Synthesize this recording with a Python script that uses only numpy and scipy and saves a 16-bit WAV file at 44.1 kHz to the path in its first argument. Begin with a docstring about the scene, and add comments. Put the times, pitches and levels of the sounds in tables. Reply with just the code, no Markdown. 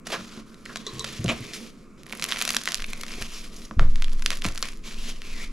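"""The crust of a loaf snaps and crumbles as two hands squeeze it twice, close by in a small kitchen.
Each flake breaks with a click and splinters briefly; harder pressure sheds more and larger crumbs.
First the loaf is lifted off a wire cooling rack: the wires ping, the crust scrapes and judders.
Palms slide over the floury crust and the loaf thumps softly. Behind it, bumps set a camera stand
swaying with a low rumble, and the room hums quietly."""
import sys
import numpy as np
from scipy import signal
from scipy.fft import rfft, irfft
from scipy.io import wavfile

SR = 44100
rng = np.random.default_rng(int(sys.argv[2]) if len(sys.argv) > 2 else 0)


def wav_out(sig):
    """Save sig, one row per channel (or a flat mono array), as 16-bit PCM at SR to the path in sys.argv[1]."""
    wavfile.write(sys.argv[1], SR, np.round(np.clip(np.atleast_2d(sig).T, -1, 1) * 32767).astype(np.int16))


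N = 243431
TIME = np.arange(N) / SR


def undb(db):
    """Decibels to gain."""
    return 10 ** (np.asarray(db) / 20)


def unit(x):
    """Scale to rms 1."""
    return x / np.sqrt(np.mean(x ** 2) + 1e-18)


def add(out, start_s, x):
    """Mix x into out from start_s on."""
    i = max(int(start_s * SR), 0)
    out[..., i:i + x.shape[-1]] += x[..., :max(N - i, 0)]


def place(x, pan_db):
    """Mono to stereo, left pan_db above right."""
    return x * undb(np.array([[pan_db], [-pan_db]]) / 2)


def colour(x, points, size=4096):
    """Minimum-phase filter through (freq_hz, gain_db) points, falling away outside them."""
    hz, db = np.transpose(points)
    log_hz = np.log(np.arange(size // 2 + 1) * SR / size + 1)
    outside = np.maximum(np.log(hz[0]) - log_hz, 0) + np.maximum(log_hz - np.log(hz[-1]), 0)
    gain_db = np.interp(log_hz, np.log(hz), db) - 20 * outside
    cepstrum = irfft(np.log(undb(gain_db)))
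    cepstrum[1:size // 2] *= 2
    cepstrum[size // 2 + 1:] = 0
    response = irfft(np.exp(rfft(cepstrum)))[:size // 2]
    return signal.fftconvolve(x, response)[:len(x)]


def lowpass(x, hz):
    """Two-pole low-pass."""
    return signal.sosfilt(signal.butter(2, hz, fs=SR, output="sos"), x)


def resonate(x, hz, q):
    """Two-pole band-pass, q at least 0.2."""
    w = 2 * np.pi * min(hz / SR, .45)
    a = np.sin(w) / (2 * max(q, .2))
    return signal.lfilter([a, 0, -a], [1 + a, -2 * np.cos(w), 1 - a], x)


def grains(n, rate_hz, spread_db):
    """Sparse impulses of random sign and size."""
    chance, size, sign = rng.random((n, 3)).T
    spread = np.minimum(-np.log(1 - size), 4)
    return (chance < rate_hz / SR) * undb(spread_db * spread) * np.sign(sign - .5)


def walk(rate_hz, size=N):
    """Random wander with a spread near 1."""
    steps = rng.standard_normal(4096)
    return np.interp(TIME[:size] * rate_hz, np.arange(len(steps)), steps)


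def decay(t, t60_s):
    """Gain falling 60 dB in t60_s."""
    return np.exp(-np.log(1000) * t / t60_s)


def swells(events, release_s):
    """Joint gain of (start_s, length_s, build_s, level_db) events that rise, hold and die away."""
    power = np.full(N, 1e-12)
    for start_s, length_s, build_s, level_db in events:
        t = TIME[:int((length_s + 10 * release_s) * SR)]
        rise = 1 - np.exp(-t / build_s)
        fall = np.exp(-np.maximum(t - length_s, 0) / release_s)
        add(power, start_s, (undb(level_db) * rise * fall) ** 2)
    return np.sqrt(power)


# room air spectrum: freq_hz, gain_db
AIR_COLOUR = [(25, 4.5), (60, -15.5), (100, -14), (230, -4.5), (500, -19), (750, -32), (1200, -17.5),
              (1800, -33), (2300, -24.5), (3200, -44.5), (8000, -37), (15000, -58)]


def room_tone(air_db=-50.5, side_db=-11, hum_hz=230, hum_q=16, hum_db=-57, waver_db=3):
    """Quiet indoor air with a wavering hum."""
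    mid, side = (unit(colour(rng.standard_normal(N), AIR_COLOUR)) for _ in range(2))
    air = mid + undb(side_db) * side * np.array([[1], [-1]])
    hum = unit(resonate(resonate(rng.standard_normal(N), hum_hz, hum_q), hum_hz, hum_q))
    return undb(air_db) * air + undb(hum_db + waver_db * walk(9)) * hum


def kitchen_echo(x, tail_db=-16, t60_s=0.23, build_s=0.0016, echo_db=-22, echo_s=0.0059):
    """Worktop and window throw back a quick echo; a short diffuse tail follows."""
    t = TIME[:SR // 2]
    out = []
    for side in x:
        tail = rng.standard_normal(len(t)) * decay(t, t60_s) * (1 - np.exp(-t / build_s))
        tail = colour(tail, [(100, -13), (250, -0.5), (1000, -0.5), (5000, -3.5), (14000, -9)])
        response = undb(tail_db) * tail / np.linalg.norm(tail)
        response[int(echo_s * SR)] += undb(echo_db)
        out.append(signal.fftconvolve(side, response)[:N])
    return np.array(out)


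# bumps on the stand: start_s, level_db
STAND_BUMPS = [(2.76, -24), (3.05, -29), (3.33, -31), (3.768, -3.5), (4.1, -27), (4.44, -23.5), (4.92, -21),
               (5.27, -22.5)]


def stand_sway(sway_hz=14.5, hold_s=0.072, build_s=0.02, release_s=0.27, rest_db=-46.5,
               rumble_db=-42, reference_db=-21, rumble_exponent=0.41):
    """The bumped stand sways below hearing; its rumble grows more slowly than the swing."""
    swing = np.sin(2 * np.pi * np.cumsum(sway_hz * (1 + .1 * walk(10))) / SR)
    rumble_colour = [(15, -23), (30, 1), (60, -23), (110, -27.5), (250, -75)]
    rumble = colour(rng.standard_normal(N), rumble_colour, size=16384)
    sway = swells([(start_s, hold_s, build_s, db) for start_s, db in STAND_BUMPS], release_s)
    rumble_gain = undb(rumble_db) * (sway / undb(reference_db)) ** rumble_exponent
    return unit(swing) * np.hypot(sway, undb(rest_db)) + unit(rumble) * rumble_gain


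# soft blows on loaf and stand: start_s, level_db, pitch_hz, t60_s
BLOWS = [(.18, -35, 187.6, 0.42), (.374, -30, 217, 0.15), (.93, -38, 130, 0.7), (0.96, -42.5, 68.4, 1),
         (1.086, -32, 207, 0.095), (1.193, -25.5, 112.5, 0.21), (1.245, -16.5, 178, 0.093),
         (1.262, -17.5, 119, 0.15), (1.295, -24, 229, 0.17), (1.318, -30.5, 65, 0.21),
         (1.404, -27, 116, 0.1), (3.182, -31, 376, 0.037), (3.205, -34.5, 70.4, 0.21),
         (3.218, -23, 172, 0.019), (3.711, -32.5, 212, 0.12), (3.773, -14, 56.7, 0.12),
         (3.796, -16.5, 59.4, 0.41), (3.796, -26, 100, 0.09), (4.262, -40, 228, 0.12),
         (4.452, -16.5, 194, 0.05), (4.454, -28, 50.3, 0.26), (4.454, -28.5, 116, 0.22)]


def thuds(attack_s=0.0013, roughness=0.52):
    """A blow rings one damped low resonance, roughened by the soft contact."""
    out, t = np.zeros(N), TIME[:SR // 2]
    for start_s, level_db, pitch_hz, t60_s in BLOWS:
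        contact = unit(resonate(rng.standard_normal(len(t)), pitch_hz, q=0.97))
        ring = lowpass(np.sin(2 * np.pi * pitch_hz * t) + roughness * contact, 3 * pitch_hz)
        envelope = (1 - np.exp(-t / attack_s)) * decay(t, t60_s)
        add(out, start_s, undb(level_db) * ring * envelope)
    return place(out, pan_db=0)


# spectra of skin on crust, flour and the soft loaf: freq_hz, gain_db
SKIN_COLOUR = [(500, -10.5), (1000, -2), (1600, -4.5), (2400, -1), (3500, 0), (5000, -3), (6500, -5),
               (8000, -9), (10000, -24.5)]
DUST_COLOUR = [(5000, -3), (7000, -8.5), (8800, -8), (10300, -7), (12500, -16), (16000, -29)]
MURMUR_COLOUR = [(60, -10.5), (100, -39), (130, -8), (180, -4), (230, 3), (300, -14.5), (380, -6.5),
                 (450, -8.5), (600, -17.5), (900, -22)]
# palm slides: start_s, length_s, build_s, rasp_db, flour_rel_db, murmur_db, hollow_hz, hollow_rel_db
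PALM_SLIDES = [(0.049, 0.1, 0.017, -44.5, -6, -42.5, 1270, -5.5),
               (0.166, 0.23, 0.011, -51.5, -8.5, -51.5, 1230, -5),
               (0.453, 0.19, 0.013, -65.5, -0.5, -69, 1280, 4),
               (0.638, 0.18, .013, -53.5, -6.5, -45.5, 1400, -6),
               (0.835, 0.25, 0.01, -51, -9.5, -49, 1800, -12),
               (1.044, 0.14, .01, -45, -9.5, -45, 2030, -11.5),
               (1.204, 0.31, .013, -48.5, -8.5, -43.5, 2170, -6),
               (1.519, 0.067, .013, -47, -3, -42, 2400, -1.5),
               (1.585, 0.079, 0.014, -50, -4.5, -42.5, 2260, -9.5),
               (1.973, 0.023, 0.014, -55.5, -8, -45, 2270, -19),
               (2.115, 0.16, .03, -54.5, -4, -44, 2300, -2),
               (2.273, 0.29, .013, -43, -3.5, -47.5, 2300, -2),
               (2.651, 0.04, 0.018, -38, -5, -42, 2200, -13),
               (2.874, 0.014, 0.01, -41, -7, -37.5, 2230, -6),
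               (2.966, 0.053, .013, -53.5, -4, -43.5, 2250, 0),
               (3.066, 0.19, 0.014, -46, -6, -46, 2550, -4),
               (3.244, 0.15, 0.055, -45.5, -2.5, -56, 2680, -6),
               (3.398, 0.063, 0.018, -49, -4.5, -52, 2500, -8),
               (3.494, 0.16, 0.024, -53.5, -2, -48.5, 2300, -18),
               (3.78, 0.42, .013, -58.5, -5.5, -69, 2230, -3),
               (4.234, 0.09, 0.0085, -53.5, 3.5, -44.5, 2200, -20),
               (4.43, 0.036, .013, -40, -2.5, -38, 2210, -5),
               (4.625, 0.037, .006, -46, -4, -44.5, 2200, -3),
               (4.833, 0.096, .013, -44, -8.5, -49.5, 2420, -10),
               (4.95, 0.12, 0.028, -45, -4.5, -60, 2900, -3),
               (5.051, 0.048, 0.021, -39.5, -7, -43.5, 3130, -9),
               (5.21, 0.13, 0.031, -48, -7, -54, 2450, -4.5),
               (5.34, 0.098, 0.029, -43, -6.5, -48, 2190, -0.5)]


def palms(rate_hz=5000, spread_db=4, flicker_db=2.5, apart_db=4, creep_db=-11, rasp_trim_db=1,
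          murmur_trim_db=-2, murmur_build_s=0.017, murmur_rest_db=-53, hollow_half_width_hz=260):
    """Each palm rasps over crust and flour; the hollow under it rings and the soft loaf murmurs."""
    (start_s, length_s, build_s, rasp_db,
     flour_rel_db, murmur_db, hollow_hz, hollow_rel_db) = np.transpose(PALM_SLIDES)

    def strokes(level_db):
        """Gain of the slides, each followed by a faint creep of the hand."""
        rows = list(zip(start_s, length_s, build_s, level_db))
        return np.hypot(swells(rows, release_s=0.021), undb(creep_db) * swells(rows, release_s=0.13))

    rasp_gain = strokes(rasp_db) * undb(rasp_trim_db)
    flour_gain = strokes(rasp_db + flour_rel_db)
    pushes = [(s, held_s, murmur_build_s, db) for s, held_s, db in zip(start_s, length_s, murmur_db)]
    murmur_gain = np.hypot(swells(pushes, release_s=0.02), undb(murmur_rest_db)) * undb(murmur_trim_db)
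    middle_s = start_s + length_s / 2  # the palm changes shape gradually between slides
    centre_hz = np.interp(TIME, middle_s, hollow_hz) * (1 + .04 * walk(25))
    carrier = np.exp(2j * np.pi * np.cumsum(centre_hz) / SR)
    hollow_gain = undb(np.interp(TIME, middle_s, hollow_rel_db))
    out = 0
    for pan_db in (apart_db, -apart_db):
        grip = undb(flicker_db * walk(90))
        hollow = unit(np.real(carrier * lowpass(rng.standard_normal(N) / carrier, hollow_half_width_hz)))
        rasp = unit(colour(grains(N, rate_hz, spread_db), SKIN_COLOUR))
        skin = (rasp + hollow_gain * hollow) * rasp_gain
        flour = unit(colour(grains(N, rate_hz, spread_db), DUST_COLOUR)) * flour_gain
        murmur = unit(colour(rng.standard_normal(N), MURMUR_COLOUR)) * murmur_gain
        out += place((skin + flour) * grip, pan_db) + place(murmur, pan_db / 2 - 4.5)
    return out / np.sqrt(2)


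# wire rack modes: pitch_hz, level_db, t60_s
WIRE_MODES = [(379.5, -8, 0.3), (442, -5.5, 0.27), (1075, -8, 0.22), (1170, -16, 0.3), (1970, -15, 0.087),
              (3520, -4, 0.075), (3850, 0, 0.08), (3973, 2.5, 0.13), (4370, -8, 0.11), (5480, -4, 0.075),
              (5860, -5, 0.045), (6300, -11, 0.074), (6520, -15, .07), (6850, -11, 0.087),
              (7920, -3, 0.064)]


def rack_drag(start_s=0.757, length_s=0.24, build_s=0.17, level_db=-42, soft_hz=900, q=16):
    """Soft friction of the dragged loaf keeps the low modes of the wires singing."""
    rub = lowpass(grains(N, rate_hz=3000, spread_db=2), soft_hz)
    wires = unit(sum(undb(db) * resonate(rub, hz, q) for hz, db, _ in WIRE_MODES))
    return place(wires * swells([(start_s, length_s, build_s, level_db)], release_s=0.053), pan_db=-1)


# spectrum the crust radiates: freq_hz, gain_db
CRUST_RADIATION = [(200, 6.5), (500, 9), (1000, 3), (3000, -1), (6000, -2.5), (8500, -5), (10300, -4.5),
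                   (13000, -10.5), (16000, -19)]
# wires springing free: start_s, level_db, ring_rel_db
WIRE_PINGS = [(0.7604, -27, -4), (0.8665, -22, 0), (0.9944, -18, -3.5), (1.0437, -20.5, -10),
              (1.243, -32, -6)]


def rack_pings(tick_db=-1, tick_s=0.0015, tick_hz=6000, rattle_depth=1.15, rattle_hz=260,
               detune=0.0216, neighbour_db=-4):
    """A wire ticks off the crust and rings with two unequal neighbours, chattering on the worktop."""
    out, t = np.zeros(N), TIME[:SR // 2]

    def sine(hz):
        """One mode at a random phase."""
        return np.sin(2 * np.pi * (hz * t + rng.random()))

    for start_s, level_db, ring_rel_db in WIRE_PINGS:
        ring = 0
        for pitch_hz, mode_db, t60_s in WIRE_MODES:
            chatter = 1 + rattle_depth * walk(rattle_hz, size=len(t))
            wire = sine(pitch_hz)
            neighbours = sum(sine(pitch_hz * (1 + detune * rng.standard_normal())) for _ in range(2))
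            ring += undb(mode_db) * (wire + undb(neighbour_db) * neighbours) * chatter * decay(t, t60_s)
        tick = resonate(resonate(rng.standard_normal(len(t)), tick_hz, q=1), tick_hz, q=1)
        tick = colour(tick, CRUST_RADIATION) * np.exp(-t / tick_s)
        ping = undb(ring_rel_db) * ring / np.abs(ring).max() + undb(tick_db) * tick / np.abs(tick).max()
        add(out, start_s, undb(level_db) * ping)
    return place(out, pan_db=-0.19)


# spectrum of one slip: freq_hz, gain_db
SLIP_COLOUR = [(500, -11), (900, -18), (1200, 2), (1500, -11), (2600, 6), (3100, 1), (3900, -2),
               (4600, -28), (5400, -16), (6100, -9), (7500, -11), (9000, -33)]


def crust_judder(start_s=1.2878, slip_hz=243, count=6, jitter=.05, level_db=-13, swell_db=5,
                 grit_db=-20, grit_s=0.0023):
    """As the hands take the weight, the crust sticks and slips in quick, almost even succession."""
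    out, t = np.zeros(N), TIME[:1024]
    for k in range(count):
        slip = undb(grit_db) * rng.standard_normal(len(t)) * np.exp(-t / grit_s)
        slip[0] = 1
        slip = colour(slip, SLIP_COLOUR, size=512)
        peak_db = level_db + swell_db * (np.sin(np.pi * (k + .5) / count) - 1)
        delay_s = (k + jitter * rng.standard_normal()) / slip_hz
        add(out, start_s + delay_s, undb(peak_db) * slip / np.abs(slip).max())
    return place(out, pan_db=-1)


# crust dragging over wire or skin: start_s, length_s, level_db, centre_hz, q
CRUST_SCRAPES = [(0.068, 0.008, -27.5, 2900, 0.51), (0.101, 0.011, -29, 1140, 0.3),
                 (0.117, 0.026, -25.5, 3200, 1.3), (0.127, 0.037, -25.5, 1290, 1.8),
                 (0.121, 0.03, -29, 644, 1.7), (0.654, 0.0042, -34, 4000, 1),
                 (0.658, 0.0052, -41, 2000, 3.9), (0.688, 0.04, -39, 1340, 2.9),
                 (1.054, 0.068, -40.5, 2800, 0.85), (1.286, 0.029, -24.5, 2570, 4.1),
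                 (1.239, 0.024, -33, 620, 3.2), (1.28, 0.047, -26.5, 720, 1.5),
                 (1.312, 0.023, -31.5, 1900, 0.51), (1.534, 0.038, -35.5, 5140, 0.97),
                 (2.678, 0.029, -41, 680, 2.4), (3.207, 0.022, -34.5, 2420, 0.17),
                 (3.32, 0.085, -43, 5500, 4.2), (3.561, 0.011, -40, 5850, 1.5),
                 (3.65, 0.0073, -40, 5900, 2.8), (3.793, 0.056, -34.5, 755, 0.75),
                 (4.311, 0.058, -37.5, 2440, 0.6), (4.449, 0.05, -37, 895, 0.31),
                 (4.627, 0.005, -31, 2380, 0.59), (4.632, 0.013, -34, 2200, 4),
                 (4.847, 0.07, -47.5, 4900, 0.47)]


def crust_scrapes(rate_hz=7000, spread_db=1.5):
    """Short runs of stick and slip over the rough crust."""
    out, t = np.zeros(N), TIME[:4096]
    for start_s, length_s, level_db, centre_hz, q in CRUST_SCRAPES:
        slips = resonate(grains(len(t), rate_hz, spread_db), centre_hz, q)
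        scrape = unit(colour(slips, CRUST_RADIATION, size=512))
        envelope = np.interp(t / length_s, [0, 0.23, 1, 1.5], [0.092, 0.89, 0.35, 0.073])
        add(out, start_s, undb(level_db) * scrape * envelope)
    return place(out, pan_db=-1)


# hands pressing the crust: start_s, length_s, level_db, unused
PRESSES = [(0.86, 0.75, -53, -68), (2.055, 0.19, -45.5, -60), (2.215, 0.38, -39.5, -48.5),
           (2.63, 0.17, -42.5, -54), (2.86, 0.24, -48.5, -65), (3.283, 0.38, -57, -57),
           (3.899, 0.57, -53, -65), (4.276, 0.39, -47, -56), (4.903, 0.38, -61, -70)]


def crust_crumbling(flake_hz=(920, 10500), q=1.7, rate_hz=130, spread_db=4.5, full_pressure_db=-36,
                    build_s=0.035, release_s=0.065, tilt_db_per_octave=0.5, pan_db=-1, scatter_db=2):
    """Tiny flakes of eight sizes give way; harder pressure makes them more frequent and larger."""
    crush = swells([(start_s, length_s, build_s, db) for start_s, length_s, db, _ in PRESSES], release_s)
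    pressure = (crush / undb(full_pressure_db)) ** .25
    flakes = 0
    for pitch_hz in np.geomspace(*flake_hz, 8):
        breaks = grains(N, rate_hz, spread_db) * (rng.random(N) < pressure)
        gain = undb(tilt_db_per_octave * np.log2(pitch_hz / flake_hz[0]))
        flakes += gain * place(resonate(breaks, pitch_hz, q), pan_db + scatter_db * rng.standard_normal())
    flakes = np.array([colour(side, CRUST_RADIATION) for side in flakes])
    density = pressure / np.mean(pressure)
    return unit(flakes) / np.sqrt(density) * crush


# loudest snaps of the crust: start_s, level_db, pitch_hz, q, splinter_rel_db
CRUST_SNAPS = [(0.544, -46, 3200.0, 0.68, -3.0), (0.6606, -36, 1900.0, 2.2, -4),
               (0.7589, -25.5, 1980, 0.41, -8), (0.7711, -31, 3600.0, 1.4, 4),
               (0.9538, -43, 3000.0, 0.7, 0), (1.0437, -27.5, 2290, 0.32, 4), (1.0472, -27, 2180, 0.33, -1),
               (1.0763, -41, 3000.0, 0.7, -4.0), (1.2434, -37, 1540.0, 0.2, 5), (1.2431, -30, 6940, 4.9, 1),
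               (1.2609, -32, 3000.0, 2, 0), (1.2813, -26.5, 2600.0, 3, -13), (1.5352, -31.5, 4020, 1.6, 4),
               (2.0338, -44, 3480.0, 0.25, -12), (2.065, -41, 2090.0, 1.0, 0),
               (2.0963, -41.5, 3340, 1.1, -7), (2.1253, -35, 6040, 0.23, -5),
               (2.1255, -27.5, 2280, 11, -14), (2.1333, -31, 1370, 1.1, -7),
               (2.1971, -30.5, 2520.0, 0.36, -5), (2.2242, -22.0, 2970, 0.94, -4.0),
               (2.2329, -27.5, 2890.0, 1.4, 3.0), (2.2414, -19.5, 4400.0, 0.17, -12),
               (2.251, -29, 2520.0, 1.4, -6.0), (2.2887, -30, 3170.0, 1, -3),
               (2.2951, -37, 3170.0, 0.35, -15.0), (2.3074, -29, 2640.0, 0.79, -7),
               (2.3155, -24.5, 3440, 1.1, -9), (2.3225, -18, 2800.0, 2.6, 1),
               (2.3315, -28.5, 2640.0, 1.3, 0), (2.361, -27.5, 1910.0, 0.67, -10.0),
               (2.3709, -28, 2300.0, 1.1, -2), (2.3858, -29, 3480.0, 0.25, -2.0),
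               (2.3908, -28, 3030.0, 0.25, -8), (2.405, -29.5, 3170.0, 0.5, -5),
               (2.4144, -19, 2660, 0.37, 3), (2.4228, -19.5, 3820.0, 0.2, -2),
               (2.4521, -22, 4590.0, 0.27, -2), (2.477, -20.5, 2410.0, 0.17, 2),
               (2.4912, -20.5, 4030, 0.76, 2), (2.5046, -19, 3700, 0.17, 2), (2.539, -30, 2760.0, 0.7, 0),
               (2.547, -22.5, 3260, 0.25, -2), (2.5661, -19, 2400.0, 0.4, -4),
               (2.5674, -16.5, 4330, 0.68, -7), (2.5854, -37, 4030, 0.5, -4),
               (2.6147, -33, 2520.0, 0.25, -9), (2.636, -34.5, 3480.0, 0.21, -3),
               (2.6567, -27.5, 4000.0, 0.2, -5), (2.6755, -18, 1870, 1.1, -3.5),
               (2.6873, -26.5, 2760.0, 0.5, 6), (2.7085, -33, 2580, 1.4, -6),
               (2.7207, -25, 4190.0, 0.5, -15), (2.728, -33, 3320.0, 2.0, -4.0),
               (2.7448, -19.5, 4930, 1, -16), (2.754, -29, 4000.0, 0.5, 3), (2.7967, -34, 1660.0, 1.4, -9),
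               (2.8025, -33, 2890.0, 1.4, -2.0), (2.8219, -29.5, 2890.0, 1.0, -4),
               (2.843, -26, 2400, 4.2, -2), (2.9325, -26.5, 2360, 0.25, 6), (3.0123, -31.5, 5100, 0.31, -3),
               (3.0347, -29, 1990, 0.94, 5), (3.0656, -37.0, 3160, 0.6, -4), (3.082, -36.5, 3180, 0.75, -2),
               (3.1075, -36, 1650, 1.2, 0), (3.1179, -34.5, 2530, 1.8, 6), (3.138, -33.5, 2590, 1.3, -5),
               (3.219, -34, 1310, 0.5, -6), (3.2235, -27, 3230, 0.56, -8.0), (3.619, -44, 4000.0, 0.65, -2),
               (3.711, -30.5, 1020, 3, -9), (3.795, -17.5, 1310, 1.6, -10), (3.9578, -33, 2880, 0.87, -7.5),
               (4.023, -26, 2690, 0.87, -7), (4.0442, -29.5, 3480.0, 2.5, -9),
               (4.082, -40.5, 2300, 1.2, -4), (4.1315, -41.5, 4500, 0.87, -4),
               (4.1948, -42, 2600, 0.25, -6), (4.223, -30.5, 2580, 0.38, -2),
               (4.2615, -14.5, 3320.0, 1.04, -13.0), (4.305, -20, 3000, 0.51, -10),
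               (4.3164, -26.5, 1910.0, 0.46, 4), (4.3275, -31, 1900, 0.4, 5),
               (4.3328, -32, 2300.0, 0.39, -6.0), (4.372, -35, 4190.0, 0.25, -5),
               (4.4211, -27.5, 3060, 2, -15.0), (4.4409, -34, 3820.0, 0.5, -5),
               (4.4457, -23.5, 2210, 0.64, 1), (4.4522, -21.5, 1540, 0.46, -5),
               (4.4642, -27, 2760.0, 0.18, -7), (4.4866, -30, 3480.0, 0.55, -4),
               (4.5581, -37, 3030.0, 0.54, -2), (4.577, -28.5, 3650.0, 0.55, -13),
               (4.5813, -36, 2300.0, 0.23, 0.0), (4.6267, -19.5, 4250, 1.4, -6),
               (4.6268, -23, 1900, 0.88, -4), (4.6547, -32, 2420, 0.46, 6),
               (4.6863, -33.5, 3030.0, 0.67, -2), (4.6886, -36.5, 3800, 0.5, -6),
               (4.7325, -43.5, 2080, 0.55, -3), (4.7729, -49, 7000.0, 0.7, -8.0),
               (4.9104, -39, 2510, 1.7, -5), (4.9434, -41, 3000, 0.9, -5.5),
               (5.219, -34.5, 2760.0, 1.3, -12)]


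def crust_snaps(splinter_s=0.0018, splinter_delay_s=0.0004, click_db=-24, shard_db=-5, shard_q=6.6,
                shard_octaves=(-0.72, 1), pan_db=-1.2, scatter_db=3):
    """A flake snaps with one click; the ragged break splinters on and frees a shard of another pitch."""
    out, t = np.zeros((2, N)), TIME[:1024]
    for start_s, level_db, pitch_hz, q, splinter_rel_db in CRUST_SNAPS:
        splinters = grains(len(t), rate_hz=5000, spread_db=-0.5)
        splinters *= np.exp(-t / splinter_s) * (t > splinter_delay_s)
        force = undb(splinter_rel_db) * splinters / np.sqrt(np.sum(splinters ** 2) + 1e-18)
        force[0] = 1  # the click
        shard_hz = pitch_hz * 2 ** rng.uniform(*shard_octaves)
        shard = resonate(force, shard_hz, shard_q) * undb(splinter_rel_db + shard_db)
        flake = resonate(force, pitch_hz, q) + shard + undb(click_db) * force
        band_hz = [0.34 * pitch_hz, min(4.7 * pitch_hz, .48 * SR)]  # little radiates far from the pitch
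        flake = signal.sosfilt(signal.butter(2, band_hz, "band", fs=SR, output="sos"), flake)
        snap = colour(flake, CRUST_RADIATION, size=512)
        snap /= np.sqrt(np.sum(snap ** 2) / (.003 * SR))  # energy of 3 ms at rms 1
        add(out, start_s, place(undb(level_db) * snap, pan_db + scatter_db * rng.standard_normal()))
    return out


def scene():
    """The handled loaf and its echo, over the swaying stand and the room tone."""
    crust = crust_snaps() + crust_crumbling() + crust_scrapes() + crust_judder()
    close = crust + palms() + thuds() + rack_pings() + rack_drag()
    return close + kitchen_echo(close) + stand_sway() + room_tone()


# phase of left port over right: freq_hz, lead_rad
LEFT_LEAD = [(0, 0), (3190, -0.64), (5250, -0.42), (8530, -0.89), (11700, 1), (15600, 1), (16200, 0.62)]
# treble of left port over right: freq_hz, gain_db
LEFT_TILT = [(4500, 0), (14000, 1)]
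# microphone housing response: freq_hz, gain_db
HOUSING_COLOUR = [(10, 2), (550, 0), (700, -1), (830, -8.5), (1050, -0.5), (7000, 0), (8600, -3.5),
                  (10200, 0.5), (16000, -0.5)]


def record(dry, top_hz=15700):
    """Two microphone ports, the left phase-shifted and brighter; coloured, clipped and low-passed."""
    hz = np.arange(N // 2 + 1) * SR / N
    lead_rad = np.interp(hz, *np.transpose(LEFT_LEAD))
    tilt_db = np.interp(hz, *np.transpose(LEFT_TILT))
    left = irfft(rfft(dry[0]) * np.exp(1j * lead_rad) * undb(tilt_db / 2), N)
    right = irfft(rfft(dry[1]) * undb(-tilt_db / 2), N)
    ports = np.clip([colour(port, HOUSING_COLOUR) for port in (left, right)], -1, 1)
    return signal.sosfilt(signal.ellip(8, .2, 70, top_hz, fs=SR, output="sos"), ports)


dry = scene()
out = record(dry)
wav_out(out)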